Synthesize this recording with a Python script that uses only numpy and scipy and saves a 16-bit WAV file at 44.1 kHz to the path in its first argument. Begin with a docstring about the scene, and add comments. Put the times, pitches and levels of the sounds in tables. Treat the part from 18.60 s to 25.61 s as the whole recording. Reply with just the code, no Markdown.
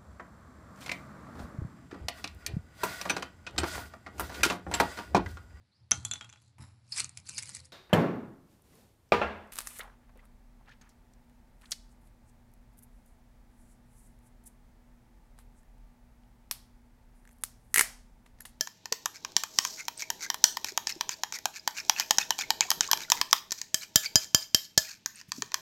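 """Close by, a wire whisk clicks and squelches as it beats thick cream in a glass bowl in a small kitchen.
The wires hit the cream-damped wall about twice a turn: each hit mixes short noise, a knock and wire rings.
Random snaps and small tones make the wet squelch; sinking notes make air pockets, low knocks and a thump.
A few hard blows ring the bare glass and thump the table; shaped noise moves the bowl on its cloth.
Steady noise follows how hard the cream is worked, over quiet air and a faint mains hum."""
import sys
import numpy as np
from scipy import signal
from scipy.fft import rfft, irfft, next_fast_len
from scipy.io import wavfile
from scipy.ndimage import uniform_filter1d, map_coordinates

SR = 44100
rng = np.random.default_rng(int(sys.argv[2]) if len(sys.argv) > 2 else 0)


def output_pcm(signal):
    """Save a mono or channel-first signal as 16-bit PCM at the path in sys.argv[1].

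    Samples are clipped to [-1, 1] before scaling.
    """
    pcm = np.clip(np.atleast_2d(signal).T, -1, 1) * 32767
    wavfile.write(sys.argv[1], SR, np.round(pcm).astype(np.int16))


N = 309123
HIT = 8192  # samples in one short sound
T = np.arange(HIT) / SR  # seconds within a short sound
NOW = np.arange(N) / SR  # seconds within the whole scene

# Faint mains hum in the room. Each row: pitch in Hz, level in dB.
HUM = [(100, -77), (200, -94.5), (300, -80.5)]
# How hard the cream is being worked. Each row: time in seconds, effort in dB.
EFFORT = [(0.0, -66), (0.29, -69), (0.49, -60), (1.6, -57), (2.09, -58), (3.1, -61), (3.43, -53),
          (4.24, -53), (4.61, -55), (5.0, -66), (5.7, -61), (6.01, -74), (6.66, -76), (7.01, -57)]
# Wires pressed along the glass. Each row: middle in seconds, half length in seconds, level in dB.
DRAGS = [(1.065, 0.074, -41.5), (3.37, 0.13, -61), (6.77, 0.028, -50)]
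# The bowl shifting on the cloth. Each row: middle in seconds, half length in seconds, level in dB.
SHIFTS = [(6.693, 0.0063, -50), (6.81, 0.041, -53)]
# Blows on the glass above the cream. Each row: start in seconds, strength in dB, cream on the spot
# from 0 to 1, low modes over middle ones in dB, sparkle over the crack in dB, skid's 60 dB fade in seconds.
BLOWS = [(.0094, -27, 1, 1, -12.5, 0.01), (5.144, -24, 1, -5.5, -9.5, 0.013),
         (5.3584, -16, 0.21, -7.5, -8.5, 0.0097), (5.5568, -17.5, 0.01, -6.5, -14, 0.014),
         (5.7467, -17.5, 0.07, -10, -13, 0.01), (5.9464, -18.5, 0.28, -13.5, -11.5, 0.016),
         (6.1768, -17.5, 0.16, 4.5, -12.5, 0.032)]
# Wires meeting the wall, about twice a turn. Each row: start in seconds, then the levels of
# tick, knock and sparkle in dB, before the trims in clicks().
CLICKS = [(0.0728, -43.5, -49, -65), (.2565, -41.5, -50, -57), (.3242, -27.5, -43.5, -42),
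          (.458, -30.5, -35.5, -39), (0.6486, -37.5, -43.5, -52.5), (0.7657, -21, -39.5, -42),
          (0.836, -34.5, -39.5, -44.5), (.987, -21, -35, -39), (1.0503, -32, -38.5, -44),
          (1.2822, -35, -38.5, -41), (1.4219, -37.5, -54.5, -61), (1.5022, -31, -39, -37.5),
          (1.7013, -29, -38, -41), (1.7434, -40, -41.5, -44), (1.8408, -13, -35, -33),
          (1.97, -36.5, -37, -44.5), (2.045, -33.5, -44.5, -45), (2.1756, -28.5, -33, -38.5),
          (2.2708, -30, -48, -64), (2.4096, -31, -36, -44), (2.4922, -32, -45.5, -53),
          (2.6349, -31.5, -36, -45.5), (2.7236, -38.5, -49, -56), (2.7874, -46, -61, -54),
          (2.8559, -29, -32.5, -40), (3.076, -29, -31.5, -38), (3.2961, -20.5, -28, -35),
          (3.3983, -28, -40, -37), (3.4057, -37, -52, -46), (3.5084, -21.5, -29, -34),
          (3.584, -20.5, -35.5, -42), (3.7062, -27, -32, -38.5), (3.7885, -36, -43.5, -47),
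          (3.9046, -25.5, -31, -38.5), (4.0078, -22, -35, -44.5), (4.1042, -24.5, -47, -29),
          (4.115, -30, -34, -40.5), (4.208, -22.5, -39, -48), (4.314, -24.5, -37.5, -27),
          (4.3317, -25, -28.5, -41.5), (4.3737, -41, -50.5, -52), (4.501, -28, -49, -40.5),
          (4.519, -20, -27.5, -32), (4.6138, -25.5, -33, -41.5), (4.7113, -39.5, -81, -57),
          (4.7293, -19, -23, -28.5), (4.908, -37, -71, -62), (4.9191, -32.5, -83, -51),
          (4.923, -34, -51, -47), (5.0151, -35, -57.5, -64), (5.234, -47, -65, -62), (6.46, -31, -48, -43),
          (6.6134, -52, -65.5, -73), (6.719, -34, -44.5, -51.5), (6.8216, -33, -41.5, -60),
          (6.9187, -48.5, -55, -68), (6.9427, -27.5, -37, -42)]
# The knock's middle pitch drifts as the whisk works into deeper cream and out again.
# Each row: time in seconds, pitch in Hz.
KNOCK_HZ = [(1, 983), (2, 895), (3.9, 872), (4.7, 996), (7, 1016)]
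# Single soft notes in the bowl: air pockets in the cream, small low knocks and a thump.
# Each row: start in seconds, level in dB, pitch it sinks to in Hz.
SOFT_NOTES = [(0.32, -23.5, 450), (1.203, -31, 2106), (1.421, -22.5, 2164), (1.646, -27, 1990),
              (2.12, -35, 382), (2.362, -33.5, 330), (2.593, -44, 610), (3.182, -22, 2405),
              (3.72, -23.5, 2950), (3.835, -26.5, 2140), (4.014, -18, 2240), (4.052, -34, 730),
              (4.085, -33, 1000), (4.173, -39, 168), (4.287, -26.5, 1066), (4.302, -35.5, 1570),
              (4.482, -39.5, 1400), (5.458, -22.5, 2230), (5.458, -17, 4520), (5.824, -26, 4890),
              (6.782, -28.5, 258), (6.825, -33.5, 404)]
# Sweeps through the cream, about one a turn. Each row: middle in seconds, half length in seconds,
# then the levels of wet fizz and air pocket in dB, before the trims in squelches().
SWEEPS = [(.557, .011, -46.5, -52), (1.198, .012, -41.5, -42.5), (1.406, .018, -38, -47.5),
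          (1.633, .017, -36, -41.5), (2.083, .014, -38.5, -43), (2.298, .014, -34.5, -40.5),
          (2.52, .012, -38.5, -43.5), (2.751, .011, -35.5, -41.5), (2.965, .017, -42.5, -46.5),
          (3.182, .017, -37, -41), (3.399, .02, -35.5, -36.5), (3.614, .015, -35, -35.5),
          (3.812, .013, -32.5, -34.5), (4.028, .011, -42, -36.5), (4.24, .013, -41, -40.5),
          (4.42, .016, -39.5, -43.5), (4.572, .018, -41.5, -45.5), (4.767, .015, -41, -49),
          (4.99, .012, -45, -57), (5.232, .011, -41.5, -45), (5.446, .011, -36, -41.5),
          (5.631, .014, -40, -51.5), (5.826, .015, -44.5, -57), (6.047, .011, -47.5, -68),
          (6.299, .034, -45, -50), (6.584, .023, -50.5, -55.5)]

# Ways the bowl rings (its modes). Each row: pitch in Hz, relative level in dB,
# 60 dB fade in seconds before the length setting in glass().
BOWL_MODES = [(638, -11, .17), (1731, 0, .095), (3157, 0, .065), (4957, 0, .075), (7016, -6, .085),
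              (8724, -21, .05), (12730, -17, .06)]
# Ways the wire loops ring, damped by cream. Each row: pitch in Hz, width in Hz, relative level in dB,
# before the small random changes in loops().
WIRE_MODES = [(1577, 200, 3), (1779, 140, 5), (2398, 250, 3.5), (3160, 380, 1.5), (3710, 260, -5.5)]

# Tone colours of the sounds. Each row: frequency in Hz, relative level in dB per Hz.
TICK = [(60, -27.5), (200, -15.5), (550, -23.5), (1500, -15.5), (3000, -17.5), (4400, -3.5), (5500, 2.5),
        (7000, -1), (8200, -12.5), (9800, -23.5), (12500, -22.5), (17000, -24)]
SPARKLE = [(5000, -52), (9500, -16), (12400, 1.5), (15500, -12), (17000, -9)]
FIZZ = [(1500, -32.5), (3300, -2.5), (4700, 5.5), (6700, 7), (8200, -6), (10000, -14.5), (13000, -6),
        (16000, -19)]
THUMP = [(25, -21.5), (70, 7.5), (140, 10.5), (280, 3.5), (550, -2), (1000, -3.5), (2500, -45.5)]
CREAM = [(150, 3), (400, 7.5), (650, -2), (920, 8), (1300, -28), (2500, -12.5), (4000, 1.5), (6000, -22),
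         (9000, -49), (15000, -33.5)]
AIR = [(25, -5.5), (90, 0.5), (200, 7), (400, -7.5), (900, -16.5), (2500, -6.5), (6000, -9.5), (9000, -24),
       (16000, -35.5)]
SHIFT_TONE = [(40, -9.5), (120, 23.0), (300, 15.5), (500, -23), (1500, -7.5)]
# Tone of the kitchen's answer. Each row: frequency in Hz, relative level in dB.
KITCHEN_TONE = [(100, -23), (800, 2), (1800, 2), (3500, 2.5), (6000, -3), (13000, 4.5)]

# the loops ring with the force of a contact, the high ones rising faster:
# dB at the usual force, then dB per dB of force
LOW_LOOPS_DB, LOW_LOOPS_PER_FORCE = -38.5, 0.76
HIGH_LOOPS_DB, HIGH_LOOPS_PER_FORCE = -39.5, 1.02
USUAL_FORCE_DB, USUAL_EFFORT_DB = -33, -60
HIGH_LOOPS_PER_EFFORT = 0.37  # dB per dB: fast beating flings the loops clean, so they ring brighter
TICK_HZ = 5530
TICK_SCATTER, KNOCK_SCATTER = 0.13, 0.032  # relative spread of pitch from contact to contact
# contacts high on the wall (much tick, little knock) spill more into the room than those deep in the cream
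SPILL_PER_DB = 0.2536  # dB of room per dB of tick over knock
# a full coat of cream changes the high modes and the thump by these dB, and cuts this share of ring time
COAT_HIGH_DB, COAT_THUMP_DB, COAT_SHORTENS = -32, -18, 0.32
GRAZES_PER_S, GRAZE_DB = 2.5, 5  # light brushes at random, usual dB over the effort
SOFT_NOTE_T60_S = 0.038  # time to fade by 60 dB
POCKET_HZ, POCKET_SCATTER = 2372, 0.059  # air pocket behind the wires, a little different each sweep
TOP_HZ = 16700  # nothing is kept above this


def amp(db):
    """Turn decibels into gain."""
    return 10 ** (np.asarray(db) / 20)


def unit(x):
    """Scale to an average strength (rms) of 1."""
    return x / np.sqrt(np.mean(x ** 2) + 1e-20)


def burst(x):
    """Scale a short sound to the energy of 20 ms at rms 1."""
    return x / (np.linalg.norm(x) + 1e-12) * np.sqrt(.02 * SR)


def along(points, hz):
    """Read between (Hz, value) points on a log axis, as pitch is heard."""
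    f, v = np.transpose(points)
    return np.interp(np.log(hz + 1), np.log(f + 1), v)


def wobble(rate):
    """A smooth random curve with rate new values a second."""
    return map_coordinates(rng.standard_normal(int(N * rate / SR) + 4), [NOW * rate])


def add(track, s, x):
    """Mix x into the track from time s in seconds."""
    start = max(round(s * SR), 0)
    part = track[start:start + len(x)]
    part += x[:len(part)]


def filtered(x, response):
    """Shape x by a gain that depends on frequency."""
    m = next_fast_len(len(x) + 400)
    return irfft(rfft(x, m) * response(np.fft.rfftfreq(m, 1 / SR)), m)[:len(x)]


def resonance(f, hz, width_hz):
    """One resonance: strongest at hz, and ringing longer when narrow."""
    return 1j * f * width_hz / (hz * hz - f * f + 1j * f * width_hz)


def impulse(spectrum):
    """The most compact pulse with this tone colour that never sounds before its start."""
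    log_gain = np.log(amp(along(spectrum, np.fft.rfftfreq(HIT, 1 / SR))))
    cepstrum = irfft(log_gain)
    # fold the backward half onto the forward half
    fold = (1 + np.sign(HIT / 2 - np.arange(HIT))) * np.where(T > 0, 1, .5)
    return irfft(np.exp(rfft(cepstrum * fold)))


def hiss(spectrum):
    """Steady noise of rms 1 in the given tone colour."""
    return unit(filtered(rng.standard_normal(N), lambda f: amp(along(spectrum, f))))


def swells(rows):
    """Gain over time: each (middle s, half length s, dB) row swells and fades like a bell curve."""
    return sum(amp(db) * np.exp(-.5 * ((NOW - s) / half) ** 2) for s, half, db in rows)


def effort_db(s):
    """How hard the cream is being worked at time s."""
    return np.interp(s, *np.transpose(EFFORT))


def in_kitchen(x, room_db, delay=0.0081, t60=0.31, treble_t60=0.29, treble_hz=9000):
    """A sound and the hard walls' answer, which comes a little later and loses its treble first."""
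    t, f = NOW[:2 * HIT], np.fft.rfftfreq(3 * HIT, 1 / SR)
    fades = amp(-60 * t / np.array([[t60], [treble_t60]]))
    slow, fast = rfft(rng.standard_normal(len(t)) * fades, 3 * HIT)
    tail = np.where(f < treble_hz, slow, fast) * amp(along(KITCHEN_TONE, f))
    out = np.pad(x, (0, 2 * HIT))
    answer = irfft(rfft(out) * tail) / np.sqrt(np.mean(np.abs(tail) ** 2))
    add(out, delay, amp(room_db) * answer)
    return out


def room_air():
    """The room's quiet air: steady shaped noise."""
    return amp(-66.5) * hiss(AIR)


def mains_hum():
    """The faint mains hum: a few steady pure tones."""
    return sum(amp(db) * np.sqrt(2) * np.sin(2 * np.pi * hz * NOW) for hz, db in HUM)


def stirring(churn_db=-3, scrape_db=-3, singing_db=-12):
    """With effort the cream rolls over, wires rub and the bowl hums; now and then the bowl shifts."""
    effort = amp(effort_db(NOW))
    churn = effort * amp(churn_db + 2.55 * wobble(17)) * hiss(CREAM)
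    rubbing = unit(amp(3 * wobble(220)) * (hiss(TICK) + amp(-13) * hiss(SPARKLE)))
    scrape = (effort * amp(scrape_db) + swells(DRAGS)) * rubbing
    # noise through the bowl's lowest mode
    hum = filtered(rng.standard_normal(N), lambda f: resonance(f, BOWL_MODES[0][0], 15) ** 2)
    singing = effort * amp(singing_db) * unit(hum)
    shifting = swells(SHIFTS) * hiss(SHIFT_TONE)
    return churn + scrape + singing + shifting


def chatter(t60, after_db, after_t60):
    """Contact force: a wire skids for an instant, then buzzes faintly."""
    fade = amp(-60 * T / t60) + amp(after_db - 60 * T / after_t60)
    return rng.standard_normal(HIT) * fade * (1 - np.exp(-T / 0.0001))


def struck(colour, t60):
    """A very short skid of steel on glass, in the given colour."""
    skid = chatter(t60, after_db=-18.0, after_t60=0.028)
    return burst(signal.fftconvolve(skid, colour)[:HIT])


def glass(group_db, length):
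    """The bowl rings in fading tones; the spot struck sets their length and low, middle and high levels."""
    group = np.digitize([row[0] for row in BOWL_MODES], [2400, 4000])
    ring = np.zeros(HIT)
    for g, (hz, db, t60) in zip(group, BOWL_MODES):
        tone = np.sin(2 * np.pi * hz * T) * amp(-60 * T / (t60 * length))
        ring = ring + amp(group_db[g] + db) * burst(tone)
    return ring


def blows(thump_db=-13, ring_db=-14, high_ring_db=-2, ring_share=0.8, crack_room_db=-11.5,
          ring_room_db=-13):
    """Hard blows ring the glass and thump the table, less so where cream coats the spot."""
    out, colour, top, table = np.zeros(N), impulse(TICK), impulse(SPARKLE), impulse(THUMP)
    for s, db, coat, low_db, top_db, skid in BLOWS:
        coat = np.clip(coat, 0, 1)
        group_db = [ring_db + low_db / 2, ring_db - low_db / 2, high_ring_db + COAT_HIGH_DB * coat]
        crack = struck(colour, t60=skid) + amp(top_db) * struck(top, t60=0.0059)
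        ring = glass(group_db, ring_share * (1 - COAT_SHORTENS * coat))
        thump = amp(thump_db + COAT_THUMP_DB * coat) * burst(table)
        blow = in_kitchen(crack, crack_room_db) + in_kitchen(ring + thump, ring_room_db)
        add(out, s, amp(db) * blow)
    return out


def bounce(share=0.91, gap=0.000524, skid=0.031):
    """Contact force of a wire: one push, a rebound of random size and direction, and a little skid."""
    force = skid * rng.standard_normal(HIT) * amp(-60 * T / 0.044)
    force[0] += 1
    rebound_at = int(abs(gap) * SR * rng.uniform(.5, 2)) + 1
    force[rebound_at] += share * rng.standard_normal()
    return force


def loops(push, high):
    """The lower or higher wire modes; a different loop touches each time, so the ring changes a little."""
    chance = rng.standard_normal((len(WIRE_MODES), 2)) * [2.5, .018]  # dB, share of pitch
    rows = []
    for (hz, width, db), (extra_db, bend) in zip(WIRE_MODES, chance):
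        if (hz > 2770) == high:
            rows.append((hz * (1 + bend), width, db + extra_db))

    def response(f):
        """Add up the chosen modes."""
        return sum(amp(db) * resonance(f, hz, width) * resonance(f, hz, 900) for hz, width, db in rows)

    return burst(filtered(push, response))


def clicks(tick_db=0, sparkle_db=0, knock_db=1, wire_db=2, knock_width_hz=190, tick_width_hz=900,
           focus=0.5, bowl_db=-19, room_db=-16):
    """Each contact gives a bright tick, a dull knock of the filled bowl and a brief ring of the loops."""
    out, colour, top = np.zeros(N), impulse(TICK), impulse(SPARKLE)
    for s, bright_db, body_db, top_db in CLICKS:
        force_db = (bright_db + body_db) / 2 - USUAL_FORCE_DB
        low_db = LOW_LOOPS_DB + LOW_LOOPS_PER_FORCE * force_db
        high_db = HIGH_LOOPS_DB + HIGH_LOOPS_PER_FORCE * force_db
        high_db += HIGH_LOOPS_PER_EFFORT * (effort_db(s) - USUAL_EFFORT_DB)

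        tick_hz = TICK_HZ * np.exp(TICK_SCATTER * rng.standard_normal())
        body_hz = np.interp(s, *np.transpose(KNOCK_HZ)) * np.exp(KNOCK_SCATTER * rng.standard_normal())
        tick = burst(filtered(struck(colour, t60=0.0075),
                              lambda f: 1 + focus * resonance(f, tick_hz, tick_width_hz)))
        sparkle = struck(top, t60=0.0058)
        push = bounce()
        knock = burst(filtered(push, lambda f: resonance(f, body_hz, knock_width_hz)
                               * resonance(f, body_hz * 1.163, 480)))
        wires = amp(low_db) * loops(push, high=False) + amp(high_db) * loops(push, high=True)

        click = amp(bright_db + tick_db) * tick + amp(top_db + sparkle_db) * sparkle
        click = click + amp(body_db + knock_db) * knock + amp(wire_db) * wires
        # through the cream the glass itself rings only faintly
        click = click + amp(high_db + bowl_db) * glass([-3, -3, -3], 1)
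        spill_db = SPILL_PER_DB * min(bright_db - body_db, 20)
        add(out, s, in_kitchen(click, room_db + spill_db))
    return out


def grazes(spread_db=3, room_db=-13):
    """Other loops brush the wall at random, harder when the whisk is worked harder."""
    out, colour = np.zeros(N), impulse(TICK)
    for s in rng.uniform(0, N / SR, int(GRAZES_PER_S * N / SR)):
        db = effort_db(s) + GRAZE_DB + spread_db * rng.standard_normal()
        add(out, s, in_kitchen(amp(db) * struck(colour, t60=0.0055), room_db))
    return out


def soft_notes(sag=0.09, flutter=.35):
    """Air pockets and small low knocks each give a soft, sinking, unsteady note."""
    out = np.zeros(N)
    for s, db, hz in SOFT_NOTES:
        sinking_hz = hz * (1 + sag * np.exp(-T / 0.0035))
        phase = 2 * np.pi * np.cumsum(sinking_hz) / SR
        slow_noise = unit(uniform_filter1d(rng.standard_normal(HIT), size=90))
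        unsteady = flutter * np.sqrt(hz / 1000) * slow_noise
        envelope = amp(db - 60 * T / SOFT_NOTE_T60_S) * (1 - np.exp(-T / 0.0022))
        add(out, s, in_kitchen(envelope * np.sin(phase + unsteady), -14))
    return out


def crackle(rate, spread_db):
    """Tiny films of cream snapping, rate a second, in uneven sizes."""
    snaps = rng.random(HIT) < rate / SR
    return snaps * rng.choice([-1, 1], HIT) * amp(spread_db * rng.standard_normal(HIT))


def bubbles(half, hz, spread, cycles, count):
    """A few small bubbles pop during a sweep; later ones tend to be lower as the furrow opens."""
    when, pitch, size = rng.standard_normal((count, 3)).T[:, :, None]
    when = np.clip(when, -1.8, 1.8)
    age = np.maximum(T - T[-1] / 2 - half * when, 0)
    turns = age * hz * np.exp(spread * pitch - .05 * when)
    # each fades by 60 dB over the given number of cycles
    envelope = amp(12.0 * size - 60 * turns / cycles) * (1 - np.exp(-turns))
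    return unit(np.sum(envelope * np.sin(2 * np.pi * turns), axis=0))


def squelches(pocket_db=-1, fizz_db=-1, bubble_db=-6, spit_db=-6, pocket_width_hz=300, lower=0.7,
              room_db=-15):
    """The loops tear furrows: films snap, bubbles pop, and the air pockets behind the wires resonate."""
    out, middle = np.zeros(N), T[-1] / 2
    for s, half, wet_db, body_db in SWEEPS:
        hz = POCKET_HZ * np.exp(POCKET_SCATTER * rng.standard_normal())
        swell = np.exp(-.5 * ((T - middle) / half) ** 2)
        size = np.sqrt(np.mean(swell ** 2))
        snaps = swell * crackle(rate=1400, spread_db=4.5)

        def pockets(f):
            """Three air resonances under one broad one."""
            main = resonance(f, hz, pocket_width_hz)
            low = 0.53 * resonance(f, hz * lower, pocket_width_hz)
            high = .5 * resonance(f, 4500, 300)
            return (main + low + high) * resonance(f, 1660, 1500)

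        body = amp(pocket_db) * unit(filtered(snaps, pockets))
        body = body + amp(bubble_db) * bubbles(half, hz, 0.2, 55, count=7)
        fizz = amp(fizz_db) * unit(filtered(snaps, lambda f: amp(along(FIZZ, f))))
        fizz = fizz + amp(spit_db) * bubbles(half, 5700, 0.2, 80, count=9)
        squelch = size * (amp(body_db) * body + amp(wet_db) * fizz)
        add(out, s - middle, in_kitchen(squelch, room_db))
    return out


def scene():
    """Whisk, bowl and cream over the quiet air and faint hum of the room."""
    room = room_air() + mains_hum()
    whisking = stirring() + blows() + clicks() + grazes() + soft_notes() + squelches()
    return (room + whisking)[None]


def record(dry):
    """Round off the loudest peaks at full scale and fade out the treble just below the top limit."""
    soft = dry / (1 + np.abs(dry) ** 6) ** (1 / 6)
    return filtered(soft[0], lambda f: np.clip((TOP_HZ - f) / 900, 0, 1) ** 2)[None]


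dry = scene()
out = record(dry)
output_pcm(out)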